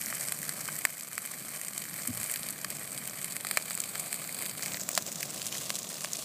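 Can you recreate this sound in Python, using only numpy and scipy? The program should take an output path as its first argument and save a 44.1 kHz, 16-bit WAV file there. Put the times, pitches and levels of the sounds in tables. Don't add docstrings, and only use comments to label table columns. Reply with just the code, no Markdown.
import sys
import numpy as np
from scipy import signal
from scipy.fft import rfft, irfft
from scipy.io import wavfile
from scipy.ndimage import uniform_filter1d

SR = 44100
rng = np.random.default_rng(int(sys.argv[2]) if len(sys.argv) > 2 else 0)


def persist_wave(psi):
    counts = np.round(np.clip(psi, -1, 1) * 32767).astype(np.int16)
    wavfile.write(sys.argv[1], SR, np.atleast_2d(counts).T)


def attenuation_scalar(level_db):
    decades = np.asarray(level_db, float) / 20
    return 10 ** decades


N = 275184
CRACK_N, LEAD_N = 1024, 128


def fire_db(s):
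    # t/s, crackle/dB, flame/dB
    burning = [(0.0, -38, -51.5), (0.54, -43, -51), (0.82, -41, -51.5), (0.96, -46.5, -60),
               (1.34, -43.5, -53), (1.72, -43.5, -55.5), (2.12, -41.5, -51), (2.29, -39.5, -52),
               (2.52, -45.5, -50.5), (2.75, -44, -51.5), (3.37, -43, -52.5), (3.84, -42, -53.5),
               (4.64, -40.5, -51), (4.81, -41.5, -51), (5.2, -43, -50.5), (5.6, -41.5, -50.5),
               (5.91, -44, -51.5), (6.24, -42.5, -52)]
    at_s, fierce_db, flame_db = np.transpose(burning)
    return np.interp(s, at_s, fierce_db), np.interp(s, at_s, flame_db)


def bursts(count, crack_s, tail_s, tail_db, echo_s, echo_db, swell_db):
    t = (np.arange(CRACK_N) - LEAD_N) / SR
    vary = np.exp(0.3 * rng.standard_normal((count, 3)))
    noise = rng.standard_normal((count, 2, CRACK_N))
    noise[:, 0, LEAD_N] = 2 * np.sign(noise[:, 0, LEAD_N])
    tear = (t >= 0) * np.exp(-abs(t) / (crack_s * vary[:, :1])) * noise[:, 0]
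    bounce = np.array([np.roll(one, int(echo_s * k * SR)) for one, k in zip(tear, vary[:, 2])])
    scatter = attenuation_scalar(tail_db) * np.exp(-abs(t) / (tail_s * vary[:, 1:2]))
    swell = attenuation_scalar(swell_db) * np.exp(-abs(t) / 0.00078)
    return tear + attenuation_scalar(echo_db) * bounce + np.where(t < 0, swell, scatter) * noise[:, 1]


def crackle(per_s, spread_db, cap_db, kinds=12):
    out = 0
    flurry = attenuation_scalar(3 * walk(12))
    for shape in bursts(kinds, crack_s=0.0002, tail_s=0.0025, tail_db=-8, echo_s=0.002, echo_db=-7, swell_db=-13):
        fired = rng.random(N) < per_s / kinds / SR * flurry
        size = attenuation_scalar(np.minimum(spread_db * rng.exponential(size=N), cap_db))
        centre_hz = min(4000 * np.exp(0.78 * rng.standard_normal()), 9000)
        tint = shape + 1.3 * band(shape, centre_hz / 1.03, centre_hz * 1.55)
        out = out + signal.oaconvolve(fired * size, tint / np.linalg.norm(tint))[:N]
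    return out


def snaps(s, levels_db, bands_hz, trim_db, crack_s, tail_db, knock_hz):
    cracks = bursts(len(s), crack_s, 0.0026, tail_db, echo_s=0.0018, echo_db=-11, swell_db=-21)
    cracks = port(cracks, s[:, None])
    for one, hz in zip(cracks, knock_hz):
        one += 5 * band(one, hz / 1.42, hz * 1.36, order=1)
    sound = 0
    for (lo_hz, hi_hz), db, trim in zip(bands_hz, levels_db, trim_db):
        part = band(cracks, lo_hz, hi_hz, order=2 if lo_hz < 1000 else 3)
        rms = np.sqrt(np.sum(part[:, :LEAD_N + SR // 230] ** 2, axis=1) * 200 / SR)
        sound = sound + part * (attenuation_scalar(db + trim) / rms)[:, None]
    out = np.zeros(N + CRACK_N)
    for at, one in zip((s * SR).astype(int), sound):
        out[at:at + CRACK_N] += one
    return out[LEAD_N:N + LEAD_N]


def far_stalks():
    count, scatter_db = 170, 2
    chance = rng.random((count, 3))
    s = (np.arange(count) + 2 * chance[:, 0]) / (count + 2) * N / SR
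    fierce_db, _ = fire_db(s)
    aside = turned(s)
    body_db = fierce_db - 6.5 + 4 * aside + scatter_db * (4 * chance[:, 1] - 2)
    treble_db = fierce_db + 2.5 - 0.5 * aside + scatter_db * (4 * chance[:, 2] - 2)
    return np.transpose([s, body_db, treble_db])


def stalks():
    # t/s, body/dB, treble/dB
    near_stems = [(0.2853, -39.5, -32), (0.4304, -42, -36), (0.7891, -44, -33.5), (2.0751, -46, -28),
                  (2.2315, -41, -32.5), (2.2414, -51, -32), (2.2986, -41, -35), (2.3149, -46, -31.5),
                  (2.3389, -39, -32), (2.3595, -37, -34), (2.4872, -39.5, -34), (3.2443, -40, -31.5),
                  (3.7514, -48, -30.5), (3.8028, -39.5, -27), (3.8383, -38.5, -38), (3.9969, -50, -31.5),
                  (4.1427, -41, -33), (4.4232, -39.5, -34.5), (4.4613, -39, -36), (4.6603, -35.5, -35),
                  (4.7201, -40, -45), (4.9518, -32, -32), (5.2295, -32.5, -33), (5.4176, -36.5, -38),
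                  (5.4664, -39, -32), (5.5246, -37, -40), (5.5517, -38.5, -51), (5.7548, -37, -33),
                  (6.0417, -41, -36), (6.1329, -36.5, -29.5),
                  (0.0224, -42, -54), (0.1551, -48, -39), (0.2287, -50, -39), (1.0093, -43.5, -39.5),
                   (1.2598, -49, -35.5), (1.2739, -45, -44), (1.6142, -43, -35), (1.6832, -45, -33.5),
                   (1.779, -43, -33), (1.8186, -44, -49), (5.762, -41, -38), (2.1736, -45, -34.5),
                   (2.1998, -47, -36), (2.3215, -50, -34), (2.4318, -41, -37), (2.5062, -54, -34),
                   (2.7028, -47, -33), (2.977, -40.5, -37), (4.9155, -48, -36), (3.075, -49, -34),
                   (3.229, -55, -38), (3.3225, -42, -36), (3.4877, -47, -39), (3.6996, -49, -37),
                   (4.6243, -36, -37), (4.7707, -39.5, -38.5), (4.8136, -43.5, -35), (5.4575, -43, -36),
                   (5.7884, -43, -36), (6.1549, -41, -40)]
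    # low edge f/Hz, high edge f/Hz
    bands_hz = [
        (1400, 6500),
        (6500, 15400),
    ]
    s, *levels_db = np.vstack([near_stems, far_stalks()]).T
    ring_hz = 1700 * 3.5 ** rng.random(len(s))
    return snaps(s, levels_db, bands_hz, [2.2, 1.5], crack_s=0.00022, tail_db=-12, knock_hz=ring_hz)


def twigs():
    # t/s, knock f/Hz, knock/dB, crack/dB, tick/dB
    thick_twigs = [(0.1265, 1770, -34, -55, -53), (0.3218, 2010, -36.5, -38, -29),
                   (0.4927, 1890, -38, -36.5, -30), (0.6865, 1680, -34, -55, -53),
                   (0.852, 2010, -21, -43, -23), (0.8548, 2220, -37, -43, -40),
                   (1.1796, 1790, -32, -44, -32.5), (2.6465, 1780, -33.5, -37, -34),
                   (3.3658, 2160, -38, -42, -33.5), (3.4485, 1460, -36, -40.5, -38),
                   (3.469, 1920, -38, -39.5, -35.5), (3.5118, 1710, -32.5, -34.5, -28),
                   (3.5725, 2120, -22.5, -30.5, -25.5), (3.5764, 2340, -41, -51, -40),
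                   (3.708, 1700, -39, -39.5, -34.5), (3.776, 1990, -40, -48, -35),
                   (3.9553, 1510, -37, -41.5, -39), (4.1282, 2100, -37, -40.5, -29.5),
                   (4.6312, 2150, -39, -46, -36), (4.7442, 1740, -39, -36.5, -49),
                   (4.8899, 2070, -35.5, -44, -28.5), (4.9768, 1210, -25, -27, -25.5),
                   (5.7035, 1970, -31.5, -31.5, -32), (6.0461, 1750, -33.5, -50, -38)]
    # low edge f/Hz, high edge f/Hz
    bands_hz = [
        (480, 3300),
        (3300, 5400),
        (7000, 10000),
        (10000, 15400),
    ]
    s, knock_hz, knock_db, crack_db, tick_db = np.transpose(thick_twigs)
    levels_db = [knock_db, crack_db, tick_db, tick_db - 4]
    return snaps(s, levels_db, bands_hz, [1.05, 1.2, 1.3, 0.3], crack_s=0.0001, tail_db=-20, knock_hz=knock_hz)


def hiss():
    together = walk(18)
    out = attenuation_scalar(2.5) * band(rng.standard_normal(N), 10200, 16800)
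    for hz in 250 * 2.0 ** np.arange(6):
        flicker = attenuation_scalar(0.72 * together + 0.85 * walk(17))
        out = out + band(rng.standard_normal(N), hz, min(2 * hz, 17000)) * flicker
    return out


def bed():
    t = np.arange(N) / SR
    fierce_db, flame_db = fire_db(t)
    low_db = -49 + 0.42 * (fierce_db - fierce_db.mean()) + 0.32 * (flame_db - flame_db.mean())
    low_db = low_db + 1 * turned(t)
    mix = level(crackle(per_s=1000, spread_db=4.3, cap_db=16), 0) + level(hiss(), -6)
    mix = port(flat(mix)[None], t)[0]
    below = signal.sosfilt(signal.butter(2, 3000, fs=SR, output="sos"), mix)
    above = signal.sosfilt(signal.butter(2, 3000, "high", fs=SR, output="sos"), mix)
    return attenuation_scalar(low_db) * steady(below) - attenuation_scalar(fierce_db) * steady(above)


def roar():
    # f/Hz, level/dB per Hz
    roar_colour = [(15, -54), (25, -33), (49, -27.5), (115, -4.5), (146, 1), (195, 1), (389, -12.5),
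                   (500, -13), (650, -32), (1100, -120)]
    noise = signal.fftconvolve(rng.standard_normal(N), response(roar_colour, size=16384))[:N]
    _, flame_db = fire_db(np.arange(N) / SR)
    return attenuation_scalar(flame_db) * level(noise * attenuation_scalar(0.66 * walk(15)), 0)


def puffs():
    # t/s, level/dB, start f/Hz, end f/Hz, length/s
    gusts = [
        (2.082, -35, 280, 169, 0.038),
        (2.089, -39, 140, 95, 0.04),
        (2.131, -47.5, 200, 151, 0.062),
        (2.14, -46.5, 125, 85, .09),
    ]
    out, t = 0, np.arange(N) / SR
    for s, db, start_hz, end_hz, length_s in gusts:
        age = np.clip((t - s) / length_s, 0, 3)
        hz = end_hz + (start_hz - end_hz) * np.exp(-1.5 * age)
        hz = hz * (1 + 0.0997 * walk(110))
        shape = np.minimum(age * 8, 1) * np.exp(-age ** 4) * attenuation_scalar(1.5 * walk(90))
        out = out + attenuation_scalar(db) * shape * np.sin(2 * np.pi * np.cumsum(hz) / SR)
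    return out


def phone_position(s):
    # t/s, position/step
    turning = [
        (0, 0),
        (3.2, 0.52),
        (3.6, 1.15),
        (4.55, 1),
        (4.8, 2.06),
        (4.92, 2.5),
        (5.04, 2.5),
        (6.24, 4),
    ]
    return np.clip(np.interp(s, *np.transpose(turning)), 0, 3)


def turned(s):
    return phone_position(s) / 3


def port(x, s):
    # f/Hz, level/dB per Hz
    ahead = [(180, -30), (300, -5.5), (397, -10.5), (619, 0), (903, -9.5), (1080, -3.5), (2310, -0.5),
             (2760, -12), (3600, -11.5), (4680, -4), (6500, -1.5), (8460, 8), (9810, -1), (11800, 5),
             (15300, -4.5)]
    # f/Hz, level/dB per Hz
    leaning = [(180, -32), (300, -11.5), (694, -3), (903, -12), (1140, -6), (1860, -9.5), (2350, -4),
               (2860, -16), (4600, -5.5), (5890, -17.5), (8320, 4.5), (10100, -5.5), (11800, -1.5),
               (15300, -7.5)]
    # f/Hz, level/dB per Hz
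    midway = [(180, -22), (300, -3), (445, -10), (599, 1.5), (874, -11), (2310, -8.5), (3210, -18.5),
              (8050, 4), (9500, -12.5), (15300, 0.5)]
    # f/Hz, level/dB per Hz
    away = [(180, -21.5), (300, -3.5), (417, -4), (650, 4), (874, -7.5), (1080, -1), (1460, -8.5),
            (1830, -7.5), (5340, 1.5), (7790, 7), (13000, 0), (15300, 0.5)]
    # f/Hz, width/Hz, level/dB
    casing_modes = [(1427, 81, -3), (2440, 79, 1), (3067, 116, 6.5), (3720, 170, -2), (4770, 100, 6),
                    (4910, 200, -4)]
    colours = response(ahead, casing_modes), response(leaning, casing_modes), response(midway), response(away)
    position = phone_position(s)
    out = 0
    for k, colour in enumerate(colours):
        heard = signal.fftconvolve(x, colour[None])[:, :x.shape[1]]
        out = out + np.sqrt(np.clip(1 - abs(position - k), 0, 1)) * heard
    return out


def response(points, casing=(), size=4096):
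    hz, db = np.transpose(points)
    grid_hz = np.maximum(np.arange(size // 2 + 1), 1) * SR / size
    db = np.interp(np.log(grid_hz), np.log(hz), db)
    db = db + sum(top * np.exp(-((grid_hz - f) / width) ** 2) for f, width, top in casing)
    cepstrum = irfft(db * np.log(10) / 20)
    cepstrum[1:size // 2] *= 2
    cepstrum[size // 2 + 1:] = 0
    out = irfft(np.exp(rfft(cepstrum)))
    return out / np.linalg.norm(out)


def band(x, lo_hz, hi_hz, order=2):
    return signal.sosfilt(signal.butter(order, [lo_hz, hi_hz], "bandpass", fs=SR, output="sos"), x)


def walk(rate_hz):
    k = int(SR / rate_hz)
    held = np.repeat(rng.standard_normal(N // k + 1), k)
    return 1.3 * uniform_filter1d(uniform_filter1d(held, k), k)[:N]


def level(x, db):
    return x * attenuation_scalar(db) / np.sqrt(np.mean(x ** 2))


def flat(x):
    bins = rfft(x)
    return irfft(bins / np.sqrt(uniform_filter1d(abs(bins) ** 2, size=1500)), N)


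def steady(x):
    return x / np.sqrt(uniform_filter1d(x ** 2, size=SR // 3))


def scene():
    return (bed() + stalks() + twigs() + roar() + puffs())[None]


def top_cut(x):
    return signal.sosfilt(signal.butter(12, 16640, fs=SR, output="sos"), x)


def record(dry):
    cut = signal.sosfilt(signal.ellip(12, 0.2, 65, 15350, fs=SR, output="sos"), dry)
    return top_cut(cut)


dry = scene()
out = record(dry)
persist_wave(out)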